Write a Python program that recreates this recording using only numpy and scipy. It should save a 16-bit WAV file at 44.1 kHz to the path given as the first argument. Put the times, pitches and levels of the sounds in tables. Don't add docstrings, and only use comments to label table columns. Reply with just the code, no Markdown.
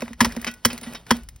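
import sys
import numpy as np
from scipy import signal
from scipy.fft import rfft, irfft
from scipy.io import wavfile

SR = 44100
rng = np.random.default_rng(int(sys.argv[2]) if len(sys.argv) > 2 else 0)


def unload_wav(signal):
    wavfile.write(
        sys.argv[1],
        SR,
        np.round(np.clip(np.atleast_2d(signal).T, -1, 1) * 32767).astype(np.int16),
    )


N = 61739
T = np.arange(N) / SR
FREQS = np.maximum(np.fft.rfftfreq(2 * N, 1 / SR), 1)


# (time [s], crunch level [dB], crush length [s], crunch brightness [dB/octave],
# ring level [dB], ring brightness [dB/octave], time the tool takes to hush the ring [s])
BLOWS = [(0.2048, -9, 0.0088, -1.4, -19, 3, 0.91), (0.2454, -16, 0.0081, 0, -27, -4.5, 0.12),
         (0.649, -10, 0.0075, 3.5, -10, 6, 0.05), (1.1064, -10, 0.0067, -0.5, -11, 0.34, 0.22)]
# (frequency [Hz], level [dB])
CRUNCH_TONE = [(100, -18), (500, -35), (720, -14.5), (900, 3), (1400, -3), (2000, 0), (2500, -11),
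               (3200, -10.5), (4100, -11), (5400, -8.5), (6300, -9.5), (9000, -14.5), (15500, -21.5)]
# (pitch [Hz], level [dB], fade time [s])
PINNED_NOTES = [(368, -2.5, .07), (497, -11, .06), (890, -1.5, .04), (988, -5.5, .045), (1130, -4, .05),
                (1280, -1, .04), (1460, -6, .05), (1650, -6, .05), (1800, -4, .05), (1980, -2, .05),
                (3030, -3, .055), (3290, -3.5, .06), (4920, -8, .045), (5550, -4, .045)]

def blows():
    out = 0
    for start, crunch_db, crush_s, crunch_tilt, ring_db, ring_tilt, hush_s in BLOWS:
        crunch = noise(CRUNCH_TONE, crunch_tilt, grain=0.45) * fade(0.035, hold=crush_s)
        notes = [(hz * (1 + 0.012 * rng.uniform(-0.88, 1)), db + ring_tilt * np.log2(hz), fade_s)
                 for hz, db, fade_s in PINNED_NOTES]
        ringing = ring(notes, spread=1, hold=crush_s / 2) * fade(hush_s, hold=crush_s)
        blow = gain(crunch_db) * crunch + gain(ring_db) * ringing
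        out += at(start, blow * rise(0.0015))
    return out


# (time [s], boom level [dB], thud level [dB], knock level [dB])
PUSHES = [(0.0223, -21, -45, -18), (0.104, -29, -31, -40.5), (.2115, -8, -12.5, -20.5),
          (0.263, -21.5, -18, -24), (.366, -19.5, -53, -24), (.472, -24, -54, -46),
          (0.6538, -14.5, -13, -13), (0.729, -27.5, -50, -32), (.817, -33.5, -60, -36),
          (0.869, -24.5, -47, -36.5), (0.9413, -39, -56.5, -37), (1.1106, -9.5, -15, -12)]
# (pitch [Hz], level [dB], fade time [s])
BOX_NOTES = [(236, 0, .115), (238, -22, .26), (190, -17, .07)]
GROUND_NOTES = [(66, -5, 0.055), (92.6, 11, 0.051)]
PANEL_NOTES = [(362.6, -6.5, 0.037), (483.5, 1, 0.037), (871, -8, 0.033)]

def box():
    boom = ring(BOX_NOTES, bend=-0.06, settle=0.007) * rise(0.0099)
    thud = ring(GROUND_NOTES) * rise(0.0099)
    knock = ring(PANEL_NOTES, bend=0.597, settle=0.0024) * rise(0.003)
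    return sum(at(start, gain(boom_db) * boom + gain(thud_db) * thud + gain(knock_db) * knock)
               for start, boom_db, thud_db, knock_db in PUSHES)


# (time [s], level [dB])
FLEXES = [(0.149, -37), (0.253, -22), (1.141, -32.5), (1.215, -36.5)]

def walls():
    flex = ring([(58.6, 0, 0.12)]) * rise(0.02)
    return sum(at(start, gain(db) * flex) for start, db in FLEXES)


# (time [s], ring level [dB], rattle level [dB], rattle length [s],
# favoured pitch [Hz], how fast notes weaken away from that pitch [dB/octave])
CLINKS = [(0.4671, -29.5, -28, 0.013, 2900, 1), (0.7016, -35.5, -31.5, 0.0035, 2600, 18),
          (.708, -37.5, -46, .003, 4958, 50), (0.8321, -44, -39.5, 0.0073, 4320, 23.5),
          (0.865, -45, -47.5, 0.013, 1930, 59.5), (0.9485, -40, -34.5, 0.004, 5540, 47.5),
          (0.952, -37.5, -46.5, 0.003, 3610, 29)]
# (pitch [Hz], level [dB], fade time [s])
SHARD_NOTES = [(1476, -3, .28), (1738, -9, .08), (1940, -3, .18), (2298, -10, .1), (2453, -4, .13),
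               (2640, -4, .14), (3052, 1, .075), (3237, -7, .17), (3612, -10, .12), (3836, -3, .105),
               (4404, -7, .11), (4958, -2, .09), (5420, -4, .075), (5612, -3, .08), (6158, -5, .08)]

def clinks():
    out = 0
    for start, ring_db, rattle_db, rattle_s, favoured_hz, falloff in CLINKS:
        notes = [(hz, db - falloff * abs(np.log2(hz / favoured_hz)), fade_s)
                 for hz, db, fade_s in SHARD_NOTES]
        rattle = noise(CHIP_TONE, tilt=-4.5, grain=0.21) * fade(0.069, hold=rattle_s)
        ringing = ring(notes, spread=0.54, hold=rattle_s)
        clink = gain(ring_db) * ringing + gain(rattle_db) * rattle
        out += at(start, clink * rise(0.00016))
    return out


# (time [s], level [dB])
TAPS = [(0.06, -36), (.297, -36.5), (.3035, -32), (.3125, -29.5), (.375, -30.5), (.3975, -37),
        (0.4278, -30.5), (0.8659, -35), (0.9409, -42)]
# (pitch [Hz], level [dB], fade time [s])
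TAP_NOTES = [(1600, -3, 0.017), (1910, 9, 0.011), (2180, -2, 0.02)]

def taps():
    return sum(at(start, gain(db) * ring(TAP_NOTES, spread=0.84) * rise(0.00016)) for start, db in TAPS)


# (time [s], level [dB], brightness [dB/octave])
CHIPS = [(.0065, -32, -3), (0.0207, -27, -3), (0.08, -34, -6), (0.1317, -34, -3), (0.2125, -16, -0.5),
         (0.3225, -33, -0.5), (0.3649, -29.5, -1.5), (0.415, -28.5, 7), (.428, -48, 3), (0.4459, -23, -2),
         (0.513, -35, 2), (0.5388, -34.5, 4.5), (.6572, -20, -4), (0.7299, -27, 0), (0.7779, -30, 1.5),
         (0.785, -36.5, -2), (0.813, -35, 3), (0.9344, -35, 2), (1.0661, -37.5, -2), (1.167, -36, 3),
         (1.234, -44, 2.5), (1.2879, -33, 3), (1.3611, -44.5, 3)]
# (frequency [Hz], level [dB])
CHIP_TONE = [(200, -21.5), (900, -8.5), (1500, -4), (2200, 2), (3200, -7.5), (6000, -4), (10000, -9.5),
             (15500, -11)]
# (time [s], level [dB])
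PINGS = [(.730, -39), (0.831, -37.5)]
# (pitch [Hz], level [dB], fade time [s])
SPLINTER_NOTES = [(9650, 0, .07), (10500, -5, .06)]

def chips():
    tick_shape = fade(0.029, hold=0.00025)
    ticks = sum(at(start, gain(db) * noise(CHIP_TONE, tilt) * tick_shape) for start, db, tilt in CHIPS)
    pings = sum(at(start, gain(db) * ring(SPLINTER_NOTES, spread=0.9)) for start, db in PINGS)
    return ticks + pings


# (time [s], level [dB])
SCRAPE_LEVEL = [(0, -44), (.12, -52), (.16, -79), (.22, -27.5), (.30, -43), (.35, -46), (.41, -47.5),
                (.47, -40.5), (.53, -54.5), (.62, -61.5), (.67, -42.5), (.75, -41.5), (.80, -53),
                (.86, -43.5), (.92, -43.5), (1.0, -53), (1.05, -63), (1.09, -43.5), (1.16, -41.5),
                (1.3, -74.5)]
# (frequency [Hz], level [dB])
GRIT_TONE = [(100, 4.5), (240, 5), (400, 2), (1000, -2), (2000, -7.5), (3500, -7), (5500, -10.5),
             (8000, -9.5), (15500, -19)]

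def scrape():
    grit = noise(GRIT_TONE, grain=0.38)
    singing = signal.fftconvolve(grit, ring(SHARD_NOTES))[:N]
    return (grit + gain(-9) * singing / singing.std()) * over_time(SCRAPE_LEVEL)


# (frequency [Hz], level [dB])
ECHO_TONE = [(60, -11), (230, 7.5), (700, -20), (2000, -3), (5000, -5), (10000, -7.5), (15500, -3.5)]

def room_echo(sound):
    tail = noise(ECHO_TONE) * fade(0.13) * rise(0.0043)
    return gain(-16) * signal.fftconvolve(sound, tail / np.linalg.norm(tail))[:N]


# (time [s], level [dB])
RUMBLE_LEVEL = [(0, -51), (.4, -41), (.55, -51), (.62, -64), (.76, -47), (1.06, -54), (1.24, -41.5),
                (1.4, -46.5)]
# (frequency [Hz], level [dB])
RUMBLE_TONE = [(20, -32.5), (35, -8.5), (52, -3.5), (80, -17.5), (130, -20), (300, -46.5), (1000, -74.5)]
AIR_TONE = [(50, 0), (200, 2), (500, -14), (2000, -20), (6000, -20.5), (15500, -32)]

def background():
    return noise(RUMBLE_TONE) * over_time(RUMBLE_LEVEL) + gain(-58.5) * noise(AIR_TONE)


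def gain(db):
    return 10 ** (np.asarray(db) / 20)


def over_hz(points):
    hz, value = np.array(points, float).T
    return np.interp(np.log(FREQS), np.log(hz), value)


def over_time(points):
    return gain(np.interp(T, *np.array(points, float).T))


def noise(tone, tilt=0, grain=0):
    hiss = rng.standard_normal(N)
    roughness = np.repeat(rng.standard_normal(N // 32 + 1), 32)[:N]
    crackle = hiss * np.exp(grain * roughness)
    tone_db = over_hz(tone) + tilt * np.log2(np.maximum(FREQS / 400, 1))
    shaped = irfft(rfft(crackle, 2 * N) * gain(tone_db))[:N]
    return shaped / shaped.std()


def fade(fade_s, hold=0):
    return np.exp(-np.log(1000) * np.maximum(T - hold, 0) / fade_s)


def rise(seconds):
    return np.minimum(T / seconds, 1)


def ring(notes, spread=0, hold=0, bend=0, settle=1):
    clock = T + bend * settle * (1 - np.exp(-T / settle))
    ringing = sum(gain(db) * fade(fade_s, hold) * np.sin(2 * np.pi * (hz * clock + spread * rng.random()))
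                  for hz, db, fade_s in notes)
    strength = np.sqrt(sum(gain(db) ** 2 for _, db, _ in notes) / 2)
    return ringing / strength


def at(start, sound):
    return np.concatenate([np.zeros(max(int(start * SR), 0)), sound])[:N]


# (frequency [Hz], lead [radians])
LEFT_LEAD = [(20, 0), (400, -.2), (800, .3), (1400, -.15), (2100, .15), (2700, 1.2), (3450, .5), (4400, .7),
             (5200, .2), (6700, 2.9), (7700, 3.2), (9000, 4.6), (9800, 6.2), (11100, 6.4), (12700, 9.1),
             (14000, 9.5), (15700, 12.4)]
# (frequency [Hz], left minus right [dB])
LEFT_BALANCE = [(60, 1), (220, -1.76), (450, -1.5), (700, -7.5), (950, 4), (1500, 2), (2000, 1),
                (2900, -5.5), (4000, 0), (8000, 2)]

def scene():
    near = blows() + box() + walls() + clinks() + taps() + chips() + scrape()
    spectrum = rfft(near + room_echo(near) + background(), 2 * N)
    lean = gain(over_hz(LEFT_BALANCE) / 2)
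    left = irfft(spectrum * lean)[:N]
    right = irfft(spectrum / lean * np.exp(-1j * over_hz(LEFT_LEAD)))[:N]
    return np.array([left, right])


def record(dry):
    low_cut_hz, high_cut_hz = 41, 15900
    thinned = signal.sosfilt(signal.butter(2, low_cut_hz, "high", fs=SR, output="sos"), dry)
    rounded = 0.95 * np.tanh(thinned / 0.95)
    return signal.sosfilt(signal.ellip(8, 0.2, 70, high_cut_hz, fs=SR, output="sos"), rounded)


dry = scene()
out = record(dry)
unload_wav(out)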